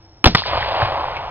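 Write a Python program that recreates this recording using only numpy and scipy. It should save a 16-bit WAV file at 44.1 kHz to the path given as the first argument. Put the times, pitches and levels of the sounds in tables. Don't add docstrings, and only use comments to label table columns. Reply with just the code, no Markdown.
import sys
import numpy as np
from scipy import signal
from scipy.fft import rfft, irfft
from scipy.io import wavfile
from scipy.ndimage import uniform_filter1d

SR = 44100
rng = np.random.default_rng(int(sys.argv[2]) if len(sys.argv) > 2 else 0)


def transcribe(signal):
    frames = np.atleast_2d(signal).T
    limited = np.clip(frames, -1, 1)
    pcm = np.round(limited * 32767).astype(np.int16)
    wavfile.write(sys.argv[1], SR, pcm)


N = 57330
T = np.arange(N) / SR

# frequency in Hz, relative level in dB.
AIR_TONE = [(40, -19), (180, -2.5), (260, -7), (330, 9), (400, -6), (850, -0.5), (1100, -10), (2000, -16),
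            (5500, -17.5)]
LATE_ECHO_TONE = [(1000, -40), (1900, -3), (2400, 8), (3200, -3.5), (5000, -15)]
RUMBLE_TONE = [(15, -11), (30, -9), (60, 1), (105, -1.5), (135, -7), (185, -21), (300, -41.5), (800, -61.5)]
ROAR_TONE = [(100, -43.5), (250, -17.5), (400, -12.5), (560, -0.5), (830, 2.5), (1050, 1), (1300, -9.5),
             (2000, -17), (3500, -49.5), (5500, -52.5)]
ROAR_TREBLE_TONE = [(300, -36.5), (900, -10.5), (1450, 3), (2200, 1), (3000, 1), (4000, -4), (4900, -3.5),
                    (5500, -22)]
ECHO_TONE = [(200, -28.5), (400, -6.5), (620, 3), (5500, 0)]
SPRAY_TONE = [(100, -3.5), (280, -14.5), (600, -5.5), (1000, -3.5), (1900, -9), (3000, -1.5), (4600, 2),
              (5500, -10)]
CAN_TONE = [(30, -13.5), (130, 3.5), (250, -10.5), (650, -2.5), (1000, 0.5), (1700, 1), (2600, -5),
            (4000, -10), (5500, -9.5)]
GROUND_TONE = [(30, 10.5), (140, -19), (240, 6), (450, -1.5), (700, 2), (1100, -7.5), (2000, -4),
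               (3200, -4.5), (4500, 0), (5500, -1)]
CRACK_TONE = [(30, -36), (150, -21), (300, 4.5), (480, -1.5), (1000, 2), (1800, 1.5), (2600, 5),
              (4000, -2.5), (5500, -5)]
BLAST_TONE = [(30, -26.5), (150, 4.5), (310, 6.5), (480, 8.5), (1000, 7), (1800, 0), (2600, 1.5),
              (4000, 0.5), (5500, -0.5)]
# time in seconds, level in dB.
LATE_ECHO_LEVELS = [(1.15, -52), (1.168, -26.5), (1.19, -45.5)]
RUMBLE_LEVELS = [(0, -51), (.15, -50), (.24, -52), (.36, -25), (.43, -44.5), (.55, -27.5), (.76, -38.5),
                 (.86, -30), (.95, -36.5), (1.05, -37), (1.15, -38), (1.3, -39)]
ROAR_LEVELS = [(.36, -49), (.445, -64), (.46, -24.5), (.50, -27), (.535, -18.5), (.58, -19.5), (.61, -24.5),
               (.66, -23.5), (.74, -20), (.79, -19), (.825, -16), (.87, -22.5), (.98, -20.5), (1.07, -26),
               (1.3, -28.5)]
ROAR_TREBLE_LEVELS = [(.44, -38), (.47, -26.5), (.56, -24.5), (.61, -25.5), (.72, -27), (.83, -23.5),
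                      (.89, -28.5), (1.02, -32), (1.14, -32.5), (1.3, -37.5)]
SPRAY_LEVELS = [(.352, -43), (.362, -27), (.374, -15.5), (.381, -18), (.392, -16.5), (.415, -26.5),
                (.445, -31.5), (.475, -23.5), (.56, -58.5), (.7, -49.5)]
# start in seconds, level in dB before filtering, pitch in Hz, ring in seconds.
SINGLE_ECHOES = [(.4203, -14, 940, 0.0015), (.4370, -17.5, 1780, 0.0021), (.4560, -15, 850, 0.00065),
                 (0.4957, -15.5, 855, 0.0031), (.5798, -9, 798, 0.0017), (.6270, -10, 1880, 0.0016),
                 (0.8197, -7, 1457, 0.0015), (0.8232, -9, 905, .0014), (1.0413, -11.5, 880, 0.0023),
                 (1.0830, -14, 950, 0.0032)]
DEEP_THUD = [(.8225, -13, 103, .017)]
HOLLOW_CRACK = [(.2428, 3, 300, .0035)]
# start in seconds, hold in seconds, level in dB, fall in dB per second.
CAN_BURSTS = [(.3486, 0.0039, 6.5, 9000), (.3541, 0.0026, -5, 2999)]
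CRACK_BURST = [(.2419, 0.0045, 7, 8000)]
BLAST_SURGES = [(.2558, 0.0014, -3, 3000), (.2579, 0.0046, 9, 2402), (.2715, 0.0009, -3, 1203)]
# pitch in Hz, level in dB.
WHINE_PITCHES = [(5340, -57), (5680, -67.5)]
# frequency in Hz, gain in dB.
MIC_RESPONSE = [(4950, -0.5), (5250, 0), (5600, -1), (6000, -14), (6600, -62.5), (8000, -101.5)]


def amp(db):
    return 10 ** (np.asarray(db) / 20)


def unit(x):
    return x / np.sqrt(np.mean(x ** 2) + 1e-20)


def tone_db(tone, hz):
    row_hz, db = np.transpose(tone)
    return np.interp(np.log(hz + 1), np.log(row_hz + 1), db)


def level(rows):
    times, db = np.transpose(rows)
    before = db[0] if times[0] < .1 else -120
    after = db[-1] if times[-1] > 1.25 else -120
    return amp(np.interp(T, times, db, left=before, right=after))


def colour(x, tone):
    size = 8192
    log_gain = np.log(amp(tone_db(tone, abs(np.fft.fftfreq(size, 1 / SR)))))
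    response = np.exp(np.conj(signal.hilbert(log_gain)))
    taps = np.fft.ifft(response).real[:size // 2]
    return signal.fftconvolve(x, taps)[:N]


def noise(tone):
    return unit(colour(rng.standard_normal(N), tone))


def steady(x, samples):
    return x / np.sqrt(abs(uniform_filter1d(x ** 2, samples)) + 1e-12)


def clicks(per_s, spread_db):
    size = amp(spread_db * np.minimum(rng.exponential(1, N), 4))
    return size * rng.choice([-1, 1], N) * (rng.random(N) < per_s / SR)


def knocks(rows):
    out = np.zeros(N)
    for start, db, hz, ring in rows:
        span = (T > start) & (T < start + 10 * ring)
        age = T[span] - start
        rise = 2 * age / ring
        out[span] += amp(db) * (rise * np.exp(1 - rise)) ** 2 * np.sin(2 * np.pi * hz * age)
    return out


def bursts(rows, tone, attack_s=0.00075):
    envelope = np.zeros(N)
    for start, hold, db, fall in rows:
        attack = np.clip((T - start) / attack_s, 0, 1)
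        envelope += attack * amp(db - np.clip(fall * (T - start - hold), 0, 200))
    return envelope * steady(noise(tone), samples=220)


def air(db=-51):
    return amp(db) * noise(AIR_TONE)


def camera_whine(half_width_hz=130):
    hz = np.fft.rfftfreq(N, 1 / SR)
    out = np.zeros(N)
    for pitch, db in WHINE_PITCHES:
        band = rfft(rng.standard_normal(N)) / (1 + ((hz - pitch) / half_width_hz) ** 2)
        out += amp(db) * unit(irfft(band, N))
    return out


def late_echo():
    return level(LATE_ECHO_LEVELS) * noise(LATE_ECHO_TONE)


def air_dulling(x, db_per_khz_s=4, unchanged_at_s=0.53):
    hz, times, spectrum = signal.stft(x, SR, nperseg=256)
    gain = amp(-db_per_khz_s * np.outer(hz / 1000, times - unchanged_at_s))
    return signal.istft(spectrum * gain, SR, nperseg=256)[1][:N]


def woods():
    trunks = clicks(per_s=2900, spread_db=4)
    body = steady(colour(trunks, ROAR_TONE), samples=1500)
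    treble = colour(trunks + clicks(per_s=5200, spread_db=2.5), ROAR_TREBLE_TONE)
    treble = steady(air_dulling(treble), samples=1500)
    roar = level(ROAR_LEVELS) * body + level(ROAR_TREBLE_LEVELS) * treble
    rumble = level(RUMBLE_LEVELS) * steady(noise(RUMBLE_TONE), samples=2200)
    return roar + rumble + knocks(DEEP_THUD) + colour(knocks(SINGLE_ECHOES), ECHO_TONE)


def cans():
    spray = steady(colour(clicks(per_s=11000, spread_db=6.5), SPRAY_TONE), samples=500)
    return bursts(CAN_BURSTS, CAN_TONE) + level(SPRAY_LEVELS) * spray


def ground_scatter(peak_s=.268, peak_db=-12, rise_db_per_s=275, fall_db_per_s=216):
    db = peak_db - np.maximum(fall_db_per_s * (T - peak_s), rise_db_per_s * (peak_s - T))
    return (T > CRACK_BURST[0][0]) * amp(db) * noise(GROUND_TONE)


def boom(start_s=.270, db=-9, fade_60_db_s=0.17, start_hz=301, end_hz=150.5, sink_s=0.022, rough=0.68):
    age = np.maximum(T - start_s, 0)
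    hz = (age > 0) * (end_hz + (start_hz - end_hz) * np.exp(-age / sink_s))
    phase = 2 * np.pi * np.cumsum(hz) / SR
    flutter = noise([(93, 0), (186, -8), (1860, -60)])
    wave = np.sqrt(1 - rough ** 2) * np.sin(phase) + rough * flutter * np.cos(phase)
    return (age > 0) * amp(db - 60 * age / fade_60_db_s) * wave


def pressure_wave(middle_s=.2652, half_s=0.0023, peak_db=5.5):
    offset = (T - middle_s) / half_s
    return -amp(peak_db) * offset * np.exp((1 - offset ** 2) / 2)


def muzzleloader():
    crack = bursts(CRACK_BURST, CRACK_TONE) + knocks(HOLLOW_CRACK)
    blast = bursts(BLAST_SURGES, BLAST_TONE) + pressure_wave()
    return crack + blast + boom() + ground_scatter()


def scene():
    return np.tile(muzzleloader() + cans() + woods() + air() + late_echo(), (2, 1))


def record(dry, overload_limit=1.09, cutoff_hz=16500, left_lag_samples=4):
    overloaded = np.clip(dry.mean(0), -overload_limit, overload_limit)
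    mic_gain = amp(tone_db(MIC_RESPONSE, np.fft.rfftfreq(2 * N, 1 / SR)))
    dulled = irfft(rfft(overloaded, 2 * N) * mic_gain)[:N]
    clipped = np.clip(dulled + camera_whine(), -1, 1)
    lowpass = signal.firwin(101, cutoff_hz, window=("kaiser", 7), fs=SR)
    right = signal.oaconvolve(clipped, lowpass, "same")
    left = np.pad(right, (left_lag_samples, 0))[:N]
    return np.array([left, right])


dry = scene()
out = record(dry)
transcribe(out)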